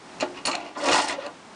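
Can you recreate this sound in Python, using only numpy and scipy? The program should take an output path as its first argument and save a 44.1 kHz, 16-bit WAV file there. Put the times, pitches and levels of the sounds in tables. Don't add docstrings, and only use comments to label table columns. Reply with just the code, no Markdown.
import sys
import numpy as np
from scipy import signal
from scipy.fft import rfft, irfft, next_fast_len
from scipy.io import wavfile
from scipy.ndimage import map_coordinates

SR = 44100
rng = np.random.default_rng(int(sys.argv[2]) if len(sys.argv) > 2 else 0)


def wrap_up_sound(samples):
    columns = np.atleast_2d(samples).T
    tamed = np.clip(columns, -1, 1)
    steps = np.round(tamed * 32767).astype(np.int16)
    wavfile.write(sys.argv[1], SR, steps)


N = 68355

# f/Hz, relative level/dB, t60/s
BENCH_MODES = [(290, -4, .07), (361, -6, .08), (468, -7, .08), (564, -3, .09), (618, -2, .07),
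               (682, -2, .09), (742, -2, .09), (824, -2, .08), (876, -2, .08), (997, -1, .08),
               (1112, -9, .07), (1173, -4, .08), (1426, -5, .08), (1896, -7, .08)]
# f/Hz, relative level/dB, t60/s
STEEL_MODES = [(1900, -9, .05), (2480, -2, .03), (2640, -3, .03), (2820, 0, .03), (3980, -5, .022),
               (4230, -1, .028), (4450, -1, .025), (5080, -7, .025), (5600, -10, .02), (6800, -8, .03),
               (7300, -8, .02), (8300, -11, .03), (9250, -11, .03), (9620, -10, .03)]


def amp(db):
    return 10 ** (np.asarray(db) / 20)


def unit(x):
    return x / np.sqrt(np.mean(x ** 2) + 1e-20)


def clock():
    return np.arange(N) / SR


def delayed(x, start_s):
    return np.pad(x, (round(start_s * SR), 0))[:N]


def along(points, hz):
    f, v = np.transpose(points)
    return np.interp(np.log(hz + 1), np.log(f + 1), v)


def wobble(per_s):
    return map_coordinates(rng.standard_normal(2048), [clock() * per_s], mode="wrap")


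def swells(rows):
    return sum(amp(db) * np.exp(-((clock() - s) / half_s) ** 2) for s, half_s, db in rows)


def filtered(x, response):
    size = next_fast_len(N + SR // 2)
    return irfft(rfft(x, size) * response(np.fft.rfftfreq(size, 1 / SR)), size)[:N]


def coloured(x, eq):
    return unit(filtered(x, lambda hz: amp(along(eq, hz))))


def emphasis(hz, centre_hz, db, octaves):
    return amp(db * (np.exp(-.5 * (np.log2((hz + 1) / centre_hz) / octaves) ** 2) - 1))


def ring(modes, weight=lambda hz: 1, scatter_db=1):
    hz, db, t60 = np.transpose(modes)[:, :, None]
    t = clock()[:SR // 2]
    gains = amp(db + scatter_db * rng.standard_normal(db.shape)) * weight(hz)
    polarity = (-1) ** np.arange(len(hz))[:, None]
    waves = polarity * gains * amp(-60 * t / t60) * np.sin(2 * np.pi * hz * t)
    return np.pad(waves.sum(0), (0, N - len(t))) / np.sqrt(np.sum(gains ** 2) / 2)


def slips(per_s=1800, spread_db=3):
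    ticks = (rng.random(N) < per_s / SR) * rng.choice([-1, 1], N)
    return unit(ticks * amp(spread_db * rng.standard_normal(N)))


def friction(level_db, modes, dry_db, eq):
    judder_db, pitch_drift, drift_per_s = 1.5, .018, 22
    drive = unit(slips() * amp(-judder_db * wobble(per_s=130))) * amp(level_db)
    lag_s = pitch_drift * wobble(drift_per_s) / drift_per_s
    resonance = signal.fftconvolve(drive, ring(modes))[:N]
    wandering = map_coordinates(resonance, [(clock() - lag_s) * SR], mode="nearest")
    rms = np.sqrt(np.mean(amp(level_db) ** 2))
    return rms * coloured(unit(wandering) + amp(dry_db) * unit(drive), eq)


def open_air():
    # f/Hz, relative level/dB
    air_eq = [(15, -79), (25, -32), (242, -5.5), (371, -8.5), (400, -2.5), (441, -11.5), (888, -8.5),
              (957, -10.5), (2600, -20), (5360, -24), (9760, -31.5), (12700, -115), (21500, -120)]
    level_db, waver_db = -45.5, 1.6
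    return coloured(rng.standard_normal(N), air_eq) * amp(level_db - waver_db * wobble(per_s=6.7))


def reflections(x):
    # f/Hz, t60/s
    decay_times = [(200, 0.46), (1000, 0.23), (3000, .28), (9000, 0.05)]
    hz, t, noise = signal.stft(rng.standard_normal(SR // 2), SR, nperseg=256)
    tail = signal.istft(noise * amp(-60 * t / along(decay_times, hz)[:, None]), SR, nperseg=256)[1]
    return amp(-15.5) * delayed(signal.fftconvolve(x, tail / np.linalg.norm(tail)), start_s=.012)


def bench_flex():
    # t/s, half width/s, level/dB
    pushes = [(.459, .008, -50), (.93, .03, -56), (1.10, .03, -64)]
    # f/Hz, relative level/dB
    bump_eq = [(15, -12), (40, -15), (75, 7), (130, -3), (300, -42)]
    return swells(pushes) * coloured(rng.standard_normal(N), bump_eq)


def rod_slides():
    # peak t/s, rise/s, fall/s, hiss level/dB, rub over hiss/dB, rub centre f/Hz
    strokes = [(0.379, 0.026, .028, -41, 0, 1060), (0.578, 0.047, 0.11, -44.5, 7, 736),
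               (.665, 0.028, .04, -45, 4, 660)]
    # f/Hz, relative level/dB
    rub_eq = [(100, -25), (300, 7), (700, -4.5), (1100, 1), (3000, -15)]
    # f/Hz, relative level/dB
    hiss_eq = [(500, -10), (1700, -4), (2650, 3.5), (3500, -8), (4300, -9), (5500, -10), (9000, -27)]
    out, t = np.zeros(N), clock()
    for peak_s, rise_s, fall_s, db, rub_db, centre_hz in strokes:
        level_db = db - 9 * ((t - peak_s) / np.where(t < peak_s, rise_s, fall_s)) ** 2
        rub = friction(level_db + rub_db, BENCH_MODES, dry_db=-4, eq=rub_eq)
        out += unit(filtered(rub, lambda hz: emphasis(hz, centre_hz, db=11, octaves=0.12))) * rub.std()
        out += friction(level_db, STEEL_MODES, dry_db=12, eq=hiss_eq)
    return out


def pivot_groans():
    # t/s, half width/s, level/dB
    groans = [(.838, 0.017, -28.5), (1.14, 0.022, -31.5), (1.191, 0.0073, -26), (1.259, 0.015, -29)]
    pitch_hz, pitch_waver, rough_db, octave_db = 565.5, 0.013, 2.5, -19
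    phase = 2 * np.pi * np.cumsum(pitch_hz * (1 + pitch_waver * wobble(per_s=88.3))) / SR
    envelope = swells(groans) * amp(rough_db * wobble(per_s=150))
    return envelope * (np.sin(phase) + amp(octave_db) * np.sin(2 * phase))


def bench_knocks():
    # t/s, relative level/dB, rise/s, centre f/Hz, emphasis/dB, rod ring in the mix/dB
    blows = [(0.2229, -27.5, .003, 760, 1, -35), (0.2263, -21, 0.00032, 496, 6, 8),
             (0.478, -16.5, 0.006, 1040, 9, -3), (.533, -21, 0.0063, 670, 14, -13),
             (.763, -29, 0.0029, 940, 16, -34), (0.772, -32, 0.002, 263, 9, -25),
             (.892, -20.5, 0.0024, 480, 50, -33), (.98, -13.5, .003, 847, 24, -30),
             (1.041, -23, 0.003, 850, 35, -13)]
    # f/Hz, relative level/dB
    thud_eq = [(40, -51), (150, -43.5), (280, 7), (480, -16.5), (650, -25.5), (1200, -6), (2500, -15),
               (5000, -22), (10000, -48)]
    # f/Hz, relative level/dB, t60/s
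    rod_modes = [(280, -11, .14), (358, -12, .33), (612, 3, .085), (880, -11, .05)]
    thud_t60_s, bench_t60_s = 0.088, 0.14
    low_cut_hz = 220
    out, t = np.zeros(N), clock()
    for start_s, db, rise_s, centre_hz, emphasis_db, rod_db in blows:
        weight = lambda hz: emphasis(hz, centre_hz, emphasis_db, octaves=0.31)
        noise = unit(filtered(coloured(rng.standard_normal(N), thud_eq), weight))
        thud = noise * amp(-60 * t / thud_t60_s)
        shake = unit(signal.fftconvolve(rng.standard_normal(N), ring(BENCH_MODES, weight))[:N])
        bench = shake * amp(-60 * t / bench_t60_s)
        rod = amp(rod_db) * ring(rod_modes)
        attack = 1 - np.exp(-t / rise_s)
        out += amp(db - 3.5) * delayed((bench + rod + thud) * attack, start_s)
    return signal.sosfilt(signal.butter(2, low_cut_hz, "high", fs=SR, output="sos"), out)


def steel_clinks():
    # t/s, level/dB, chatter decay/s, ring centre f/Hz, emphasis/dB, roll-off f/Hz
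    contacts = [(0.1999, -28.5, .002, 2600, 7.5, 7500), (0.206, -26.5, 0.013, 6200, -0.5, 7300),
                (0.2182, -26.5, 0.011, 2400, 5.5, 3380), (0.4524, -17, 0.00048, 4530, 9.5, 9200),
                (.456, -24, 0.015, 9400, 12.5, 12000), (.469, -23.5, 0.0087, 4300, 8.5, 9000),
                (0.474, -25, 0.02, 2950, 4, 8800), (.513, -28, 0.014, 6840, 1, 7000),
                (0.5298, -25.5, 0.012, 2270, 17, 5070), (0.5513, -21.5, .003, 4030, 6, 8900),
                (0.886, -18.5, .001, 4400, -3.5, 6150), (.921, -22.5, 0.0012, 3300, -2.5, 8000),
                (0.9299, -14, 0.00072, 5080, 13.5, 7030), (0.9451, -16.5, 0.0014, 5000, 5, 6940),
                (1.083, -28, 0.0081, 8880, 16.5, 10100), (1.0853, -29, .003, 5050, 27, 9000),
                (1.096, -24.5, 0.0046, 1950, 17, 4000), (1.124, -31, 0.009, 2600, -1, 7060),
                (1.2633, -31.5, 0.001, 4250, 5, 9700)]
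    # f/Hz, relative level/dB
    crack_eq = [(40, -42), (200, 1), (900, 5), (1600, -2.5), (2700, -2), (3100, -7.5), (3500, -6.5),
                (4200, -3.5), (5200, -6.5), (7200, 0.5), (10000, -19.5)]
    rise_s, chatter_db, crack_db, shortest_crack_s = 0.00069, -1, -1.5, 0.011
    contact_t60_s = 0.12
    out, t = np.zeros(N), clock()
    attack = 1 - np.exp(-t / rise_s)
    for start_s, db, chatter_s, centre_hz, emphasis_db, dull_hz in contacts:
        rolloff = lambda hz: 1 / np.hypot(1, (hz / dull_hz) ** 4)
        weight = lambda hz: emphasis(hz, centre_hz, emphasis_db, octaves=0.15) * rolloff(hz)
        noise = unit(filtered(coloured(rng.standard_normal(N), crack_eq), weight))
        crack = noise * amp(-60 * t / (shortest_crack_s + 2 * np.pi * chatter_s))
        steel = ring(STEEL_MODES, weight)
        chatter = unit(signal.fftconvolve(slips(), steel)[:N]) * np.exp(-t / chatter_s)
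        strike = steel * amp(-60 * t / contact_t60_s)
        clink = strike + amp(chatter_db) * chatter + amp(crack_db) * crack
        out += amp(db) * delayed(clink * attack, start_s)
    return out


def moving_contact(x):
    # t/s, centre f/Hz
    centres = [(.79, 450), (.85, 620), (.91, 490), (.95, 950), (1.0, 850), (1.06, 850), (1.15, 570),
               (1.28, 650)]
    hz, t, spectrum = signal.stft(x, SR, nperseg=1024)
    centre_hz = np.interp(t, *np.transpose(centres))
    spectrum *= emphasis(hz[:, None], centre_hz, db=4.5, octaves=0.66)
    swept = signal.istft(spectrum, SR, nperseg=1024)[1][:N]
    return unit(swept) * x.std()


def bending_scrape():
    # t/s, body level/dB, grind level/dB, grit level/dB
    stroke = [(.75, -39, -46.5, -93), (0.778, -33, -54.5, -45), (.806, -32.5, -44, -47.5),
              (0.852, -26.5, -34.5, -35.5), (0.883, -19.5, -29, -32.5), (0.912, -22.5, -27, -35.5),
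              (0.934, -21, -25, -26.5), (0.99, -26.5, -28.5, -29), (1.022, -29.5, -34, -32),
              (1.06, -37, -40.5, -39), (1.10, -31, -29, -38.5), (1.134, -30, -37.5, -45),
              (1.174, -43.5, -54, -78), (1.209, -40, -44, -70), (1.272, -34.5, -46, -74),
              (1.299, -44.5, -69, -74), (1.351, -84, -67, -82)]
    # f/Hz, relative level/dB
    body_eq = [(30, -40), (100, 1), (210, 1), (290, 3.5), (500, 2.5), (900, 1.5), (1400, 6.5), (2200, 4.5),
               (5000, -38)]
    # f/Hz, relative level/dB
    grind_eq = [(300, -15), (1100, -11.5), (1800, 5.5), (2600, -1), (3500, 5), (4400, -7), (5500, -8),
                (7000, -12), (10000, -53)]
    # f/Hz, relative level/dB
    grit_eq = [(2000, -34), (4000, -7), (5200, 2.5), (6300, -3), (8200, -4), (10000, -12)]
    times, *levels = np.transpose(stroke)
    body_db, grind_db, grit_db = [np.interp(clock(), times, db, left=-120, right=-120) for db in levels]
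    body = moving_contact(friction(body_db, BENCH_MODES, dry_db=-3, eq=body_eq))
    grind = friction(grind_db, STEEL_MODES, dry_db=5.5, eq=grind_eq)
    grit = friction(grit_db, STEEL_MODES, dry_db=5.5, eq=grit_eq)
    return body + grind + grit


def scene():
    tool = steel_clinks() + bench_knocks() + bench_flex()
    tool += rod_slides() + bending_scrape() + pivot_groans()
    return (tool + open_air() + reflections(tool))[None]


def record(dry):
    high_cut_hz = 10050
    return filtered(dry[0], lambda hz: 1 / np.sqrt(1 + (hz / high_cut_hz) ** 160))[None]


dry = scene()
out = record(dry)
wrap_up_sound(out)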